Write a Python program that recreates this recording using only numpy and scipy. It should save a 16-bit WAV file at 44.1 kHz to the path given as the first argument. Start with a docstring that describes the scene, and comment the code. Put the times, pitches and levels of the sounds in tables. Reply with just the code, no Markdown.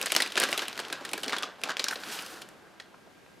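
"""In a quiet kitchen, a hand works in a thin plastic bag near a camera: creases snap one by one,
the film rustles between them, then the bag settles and the room tone remains.
A snap is a ping, noise bursts and a crackling tail; the rustle is a swarm of tiny noise grains.
Soft pops are bursts of band noise, echoes are decaying noise, and the room tone is coloured noise."""
import sys
import numpy as np
from scipy import signal
from scipy.fft import rfft, irfft
from scipy.io import wavfile
from scipy.ndimage import uniform_filter1d

SR = 44100
rng = np.random.default_rng(int(sys.argv[2]) if len(sys.argv) > 2 else 0)


def inscribe(sig):
    """Save sig as 16-bit PCM at rate SR to the path in sys.argv[1].

    A 1-D sig is mono; a 2-D sig holds one channel per row.
    Samples are clipped to [-1, 1] before scaling.
    """
    pcm = np.round(np.clip(np.atleast_2d(sig).T, -1, 1) * 32767)
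    wavfile.write(sys.argv[1], SR, pcm.astype(np.int16))


N = 149940
AIR_DB = -61
ROOM_T60_S, ROOM_DB, ROOM_DULL_HZ, ROOM_LATE_S = 0.28, -17.5, 5350, 0.014
NEAR_T60_S = 0.061
GRAINS_PER_S, GRAIN_T60_S = 1800, 0.008
GRAIN_SCATTER_DB, GRAIN_COLOUR_DB = 7, 5.5
FLURRY_PER_S, FLURRY_DB, OWN_FLURRY_DB = 60, 2.2, 3  # shared by all bands; each band's own
ATTACK_S = 0.00027  # time constant for a length factor of 1
BURST_T60_S, BURST_DB = 0.017, -21.5
RING_DB, RING_WIDTH = 0, 1.106  # band edges lie at the ring frequency divided and multiplied by this ratio
CRACK_T60_S, CRACK_DB = 0.0062, 1.5
THUD_T60_S, THUD_DB, THUD_LATE_S = 0.06, -12.5, 0.002
SETTLE_T60_S, SETTLE_DB = 0.11, -20.5
FLIP_CYCLES, FLIP_DB = 9, -1  # cycles of the ping within a 60 dB decay
BAG_LOW_HZ = 220
POCKET_HZ, POCKET_WIDTH_HZ, POCKET_DB = 1628, 74, -11
BAG_SIDE_DB, CRINKLE_SIDE_DB = -5.5, 4
TOP_HZ = 16300


def amp(db):
    """Level in decibels as an amplitude ratio."""
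    return 10 ** (np.asarray(db) / 20)


def unit(x):
    """Normalise to a root-mean-square value of 1."""
    return x / np.sqrt(np.mean(x ** 2))


def fade(t, t60):
    """Exponential decay: 60 dB down after t60 seconds, silent before time zero."""
    return np.exp(-np.log(1000) * np.maximum(t, 0) / t60) * (t >= 0)


def band(x, lo_hz, hi_hz):
    """Band-pass filter that passes the components between two cut-off frequencies."""
    edges_hz = [lo_hz, min(hi_hz, 0.45 * SR)]
    return signal.sosfilt(signal.butter(2, edges_hz, "band", fs=SR, output="sos"), x)


def gain_at(points, hz):
    """Spectral gain: decibels interpolated along logarithmic frequency."""
    p = np.array(points, float)
    return amp(np.interp(np.log(np.maximum(hz, 1)), np.log(p[:, 0]), p[:, 1]))


def colour(x, *tables):
    """Linear filtering: multiply the spectrum by the gain of every table."""
    hz = np.arange(len(x) // 2 + 1) * SR / len(x)
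    gain = np.prod([gain_at(p, hz) for p in tables], axis=0)
    return irfft(rfft(x) * gain, len(x))


def walk(rate):
    """Slow random modulation: smoothed random steps, rate per second, of about unit spread."""
    k = max(int(SR / rate), 1)
    steps = np.repeat(rng.standard_normal(N // k + 1), k)
    return unit(uniform_filter1d(steps, k)[:N])


def air():
    """Diffuse field: independent mid and side noises make a wide, wavering room tone, with a thin whine."""
    # Colour of the room tone. Each row: frequency in Hz, relative density in dB per Hz.
    air_spectrum = [(15, -54), (25, -24), (192, -5), (226, -8), (496, -15), (584, -19.5), (1550, -20.5),
                    (1680, -18.5), (2040, -15.5), (13300, -33.5), (16500, -57)]
    # Stereo width of the room tone. Each row: frequency in Hz, side over mid in dB.
    air_width = [(60, -1), (110, -1.5), (200, -1), (380, 4.5), (700, 7), (1290, 2), (2380, -4.5),
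                 (4400, -6.5), (8120, -8), (15000, -23.5)]
    # Faint tone. Each row: frequency in Hz, mean level in dB.
    whine_tones = [(1599, -70)]
    mid = colour(rng.standard_normal(N), air_spectrum)
    side = colour(rng.standard_normal(N), air_spectrum, air_width)
    stereo = mid + side * np.array([[1], [-1]])
    tone = stereo / np.std(mid) * amp(AIR_DB + 1.0 * walk(2.7))
    t = np.arange(N) / SR
    for hz, db in whine_tones:
        tone = tone + np.sqrt(2) * amp(db + 1.0 * walk(5.6)) * np.sin(2 * np.pi * hz * t)
    return tone


def echo(x, t60, top_hz, late_s):
    """Diffuse reverberation: convolution with noise that starts late_s on and decays 60 dB in t60."""
    t = np.arange(int(0.6 * SR)) / SR
    tail = band(rng.standard_normal(len(t)), 120, top_hz) * fade(t - late_s, t60)
    return signal.fftconvolve(x, tail / np.sqrt(np.sum(tail ** 2)))[:N]


def rustle():
    """Granular excitation: random tiny creases of varied size and colour drive noise in octave bands."""
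    # Course of the rustle. Each row: time in seconds, level in dB, treble and bass in dB relative
    # to the level, grit from 0 (smooth slide) to 1 (crackle).
    rustle_course = [(0, -37, -0.5, 2, 0.2), (.12, -41, 8.5, -5.5, 1), (.25, -45, 4, 2, 0.8),
                     (.33, -46.5, 4, -0.5, 0.2), (.42, -33, -5, -2.5, 0.6), (.55, -34.5, 6, -3.5, 0.48),
                     (.7, -41, 2, 1, 0.83), (.86, -42, -3, -1, 0.32), (1.02, -45, -1.5, 2, 0.27),
                     (1.2, -49.5, 10.5, 5.5, 0.97), (1.34, -47.5, -5, 6, 0.98), (1.46, -45, -5, 3, 0.58),
                     (1.58, -57, 0.5, 6.5, 0.5), (1.709, -37, 2, 0.5, 0.86), (1.76, -47.5, -10, -1.5, 0.64),
                     (1.9, -48.5, 14.5, 5.5, 0.78), (2.01, -47, 8, 3, 0.54), (2.129, -37.5, 12.5, -1, 0.15),
                     (2.24, -42, 8, -3, 0.32), (2.36, -48.5, 11.5, 5.5, 0.3), (2.45, -55, 6, 8.5, 0.5),
                     (2.55, -63, 5, 13.5, 0.06), (2.75, -63.5, 4, 12.5, 0.34), (3.4, -73, 10, 19, 0.43)]
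    # Colour of the film. Each row: frequency in Hz, relative density in dB per Hz.
    film_spectrum = [(47, -53), (80, -9.5), (285, -1), (950, -4.5), (1480, 0.5), (2220, -8), (2770, -6),
                     (9870, -24), (14400, -29), (16500, -49)]
    t = np.arange(N) / SR
    columns = np.array(rustle_course, float).T
    level_db, treble_db, bass_db, grit = (np.interp(t, columns[0], v) for v in columns[1:])
    share = np.clip(grit, 0, 1)
    chance, size = rng.random((2, N))
    size_db = -GRAIN_SCATTER_DB * grit * (1 + np.log(size + 0.01))
    hits = (chance < GRAINS_PER_S / SR) * amp(size_db)
    hits = hits * amp(FLURRY_DB * grit * walk(FLURRY_PER_S))
    pole = np.exp(-np.log(1000) / (GRAIN_T60_S * SR))
    out = 0
    for hz in 88 * 2.0 ** np.arange(8):
        grain_db = GRAIN_COLOUR_DB * grit * np.clip(rng.standard_normal(N), -2, 2)
        grains = signal.lfilter([1], [1, -pole], hits * amp(grain_db))
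        env = share * unit(grains) + (1 - share)  # the less grit, the more even the hiss
        lean = np.log2(hz / 2500) / 2  # reaches 1 two octaves above, -1 two octaves below
        tilt_db = treble_db * np.clip(lean, 0, 1) + bass_db * np.clip(-lean, 0, 1)
        tilt_db = tilt_db + OWN_FLURRY_DB * np.sqrt(share) * walk(FLURRY_PER_S)
        x = band(env * rng.standard_normal(N), hz / np.sqrt(2), hz * np.sqrt(2))
        out = out + unit(x) * np.sqrt(hz) * amp(tilt_db)  # the root gives equal power per Hz
    out = colour(out, film_spectrum)
    return out / np.std(band(out, 1200, 5000)) * amp(level_db)


def pops():
    """Band-limited noise bursts: soft-edged envelopes give dull pops of the film without a crack."""
    # Each row: start in seconds, level in dB before halving the amplitude, centre frequency in Hz,
    # length in seconds, ratio of each band edge to the centre.
    pop_events = [(0.621, -30.5, 1590, 0.018, 1.47), (1.332, -26.5, 1510, 0.019, 1.47),
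                  (1.435, -28, 1170, 0.0089, 1.03), (1.863, -31.5, 1490, 0.011, 1.12),
                  (1.878, -32, 1480, 0.0086, 1.12), (1.908, -27.5, 1460, 0.0082, 1.12),
                  (1.924, -27.5, 1570, 0.013, 1.12), (2.668, -47, 1560, 0.0077, 1.1),
                  (2.942, -42, 1090, .006, 1.4), (3.262, -47, 1060, 0.0035, 2)]
    out = np.zeros(N)
    for s, level_db, hz, length, width in pop_events:
        noise = unit(band(rng.standard_normal(4096), hz / width, hz * width))
        k = int(length * SR)
        burst = noise[-k:] * np.sin(np.pi * np.arange(k) / k) ** 0.21
        i = int(s * SR)
        out[i:i + k] += amp(level_db) * unit(burst) / 2
    return out


def snaps():
    """Impulsive buckling: each crease flips with a ping, a noisy burst, a crack, a thud and a crackling tail."""
    # Each row: start in seconds, level in dB, ring frequency in Hz, treble crack and low thud in dB
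    # relative to the level (before CRACK_DB and THUD_DB), length factor.
    snap_events = [(0.014, -16.5, 2500, -6, -36, 0.9), (0.027, -17, 5400, -10.5, -32, 1),
                   (0.059, -16, 1870, 0, -27, 1.6), (0.068, -16.5, 1810, -23, -17.5, 1.7),
                   (0.102, -17, 2310, -25, -26, 1.7), (0.12, -9, 3100, -6, -20.5, 0.94),
                   (0.15, -11.5, 2800, -11, -19.5, 1), (0.164, -3, 5050, -11.5, -24, 0.71),
                   (0.202, -8, 1880, -14, -24, 2), (0.221, -8, 3900, -10.5, -27.5, 1.5),
                   (0.262, -20, 2650, -15, -20, 0.67), (0.275, -23.5, 3580, -12, -19, 1.01),
                   (0.303, -27.5, 3580, -27, -17, 0.84), (0.321, -21, 3150, -11.5, -32, 1),
                   (0.356, -17.5, 2900, -22, -12.5, 0.7), (0.368, -14, 2980, -20, -36, 1.3),
                   (0.375, -5.5, 1730, -15.5, -20.5, 1.9), (0.4, -8.5, 8800, -9, -22, 0.99),
                   (0.408, -15.5, 2880, -31, -19, 1.1), (0.415, -13, 1900, -20, -13, 2.1),
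                   (0.42, -17, 1850, -5, -23, 2), (0.43, -12, 2870, -22, -19, 1.2),
                   (0.436, -8.5, 1610, -7.5, -20, 1.8), (0.488, -18.5, 2030, -12, -10, 1.5),
                   (0.517, -22, 4940, -8, -11.5, 0.68), (0.528, -10, 2370, -18, -25, 1),
                   (0.577, -13, 3460, -6, -18.5, 1.3), (0.593, -13.5, 3360, -29, -50, 0.92),
                   (0.619, -18, 1550, -13, -14.5, 2.2), (0.682, -18.5, 3040, -9, -40, 1.1),
                   (0.729, -25.5, 4400, -28, -23, 0.64), (0.777, -22, 1870, -14, -31, 1),
                   (0.791, -18, 1600, -18, -13, 1.4), (0.8, -22, 2930, -10, -21, 1),
                   (0.85, -26.5, 3150, -21, -27, 0.79), (0.883, -31, 2970, -9.5, -22, 1.1),
                   (0.901, -25.5, 1470, -26, -9.5, 0.98), (0.926, -15.5, 1660, -10, -20, 1.8),
                   (1.01, -33.5, 1470, -24, -1, 0.75), (1.05, -20.5, 1650, -8.5, -33, 2.1),
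                   (1.091, -25.5, 2900, -11, -31, 1.5), (1.115, -30, 2450, -9, -9, 0.67),
                   (1.133, -15, 2700, -6.5, -14, 1.5), (1.178, -21, 1560, -10.5, -13.5, 1.4),
                   (1.233, -16, 3060, -12, -18.5, 1.3), (1.242, -23, 3200, -14, -25, 1.4),
                   (1.281, -16, 4900, -19, -16.5, 0.88), (1.295, -16.5, 2000, -20, -41, 1.3),
                   (1.305, -26, 2970, -12, -33, 1), (1.324, -17.5, 2150, -25, -22, 1),
                   (1.331, -12.5, 1420, -48, -19.5, 1.06), (1.352, -23.5, 1500, -30, -35, 1.5),
                   (1.365, -17.5, 1450, -23, -17, 1.3), (1.384, -17, 3600, -11.5, -33, 1.2),
                   (1.425, -23, 1550, -7, -15, 0.78), (1.432, -14.5, 3330, -43, -19, 1.1),
                   (1.615, -32.5, 2690, -12, -34, 1.2), (1.636, -12, 2860, -14, -24, 1.26),
                   (1.694, -24, 1470, -18, -31, 1.35), (1.702, -25, 1670, -29, -37, 1.2),
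                   (1.769, -17, 2970, -23, -25, 0.6), (1.795, -9.5, 4120, -25.5, -23.5, 1.2),
                   (1.842, -11, 5900, -13.5, -27.5, 0.68), (1.884, -11, 5150, -15, -37, 1.15),
                   (1.91, -22.5, 1410, -9, -27, 1.2), (1.957, -21.5, 4130, -27, -13, 1.3),
                   (2.035, -23.5, 1580, -27, -22, 1.3), (2.189, -21, 2660, -28, -31, 1.9),
                   (2.223, -30, 4500, -4, -30, 1.2), (2.263, -29, 4770, -10, -25, 0.98),
                   (2.416, -40, 7200, -5, -35, 0.62), (2.419, -25.5, 3000, -8, -28, 1.3),
                   (2.488, -38, 1680, -6, -20, 1.5), (2.799, -25.5, 1720, -30, -24, 1.9)]
    size = 8192
    t, out = np.arange(size) / SR, np.zeros(N + size)
    for s, level_db, hz, crack_db, thud_db, long in snap_events:
        n = rng.standard_normal((6, size))
        rise = 1 - np.exp(-t / (ATTACK_S * long ** 2))

        ring = unit(band(n[5], hz / RING_WIDTH, hz * RING_WIDTH))
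        wide = unit(band(n[0], 2200, 5030)) + amp(RING_DB) * ring
        body = rise * wide * fade(t, BURST_T60_S * long)
        # the burst's energy grows in proportion to its length
        burst = amp(BURST_DB) * body * np.sqrt(BURST_T60_S * long * SR / np.sum(body ** 2))

        crack_fade = fade(t, CRACK_T60_S * np.sqrt(long)) + amp(SETTLE_DB) * fade(t, SETTLE_T60_S / 2)
        crack = amp(crack_db + CRACK_DB) * unit(band(n[1], 7000, 11500)) * crack_fade

        # noise times squared noise is spiky, so the film keeps crackling after the snap
        tail = unit(band(n[3] * n[4] ** 2, 630, 5100)) * fade(t, SETTLE_T60_S) * amp(SETTLE_DB)

        flip = amp(FLIP_DB) * np.sin(2 * np.pi * hz * t) * fade(t, FLIP_CYCLES / hz) / long
        one = burst + rise * (tail + crack) + flip

        thud = unit(band(n[2] * fade(t - THUD_LATE_S, THUD_T60_S), 220, 800)[:2048])
        one[:len(thud)] += amp(thud_db + THUD_DB) * thud
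        i = int(s * SR)
        out[i:i + size] += amp(level_db) * one
    return out[:N]


def scene():
    """Superposition: the bag with its air-pocket resonance, its reflections and the room tone add up."""
    # Width of the bag's sound. Each row: frequency in Hz, side gain in dB (before BAG_SIDE_DB).
    bag_width = [(60, -14), (110, -22), (200, -18), (380, -27), (1290, -25), (2380, -24), (4400, -21),
                 (8120, -15), (13000, -28.5), (16000, -20)]
    low_cut = signal.butter(2, BAG_LOW_HZ, "high", fs=SR, output="sos")
    bag = signal.sosfilt(low_cut, snaps() + pops() + rustle())
    # the air pocket of the bag is rung by all its sounds
    pocket = band(bag, POCKET_HZ - POCKET_WIDTH_HZ / 2, POCKET_HZ + POCKET_WIDTH_HZ / 2)
    bag = bag + amp(POCKET_DB) * pocket
    walls = amp(ROOM_DB) * echo(bag, ROOM_T60_S, ROOM_DULL_HZ, ROOM_LATE_S)
    # the counter nearby reflects a little differently into the two microphones
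    counter = echo(bag, NEAR_T60_S, 22000, 0)
    # each snap radiates unevenly: freshly drawn noise at the same instants
    uneven = amp(CRINKLE_SIDE_DB) * snaps()
    side = amp(BAG_SIDE_DB) * colour(counter + uneven, bag_width)
    return bag + walls + side * np.array([[1], [-1]]) + air()


def record(dry):
    """Band limitation: the camera cuts the top with a steep elliptic low-pass filter."""
    return signal.sosfilt(signal.ellip(10, 0.2, 75, TOP_HZ, fs=SR, output="sos"), dry)


dry = scene()
out = record(dry)
inscribe(out)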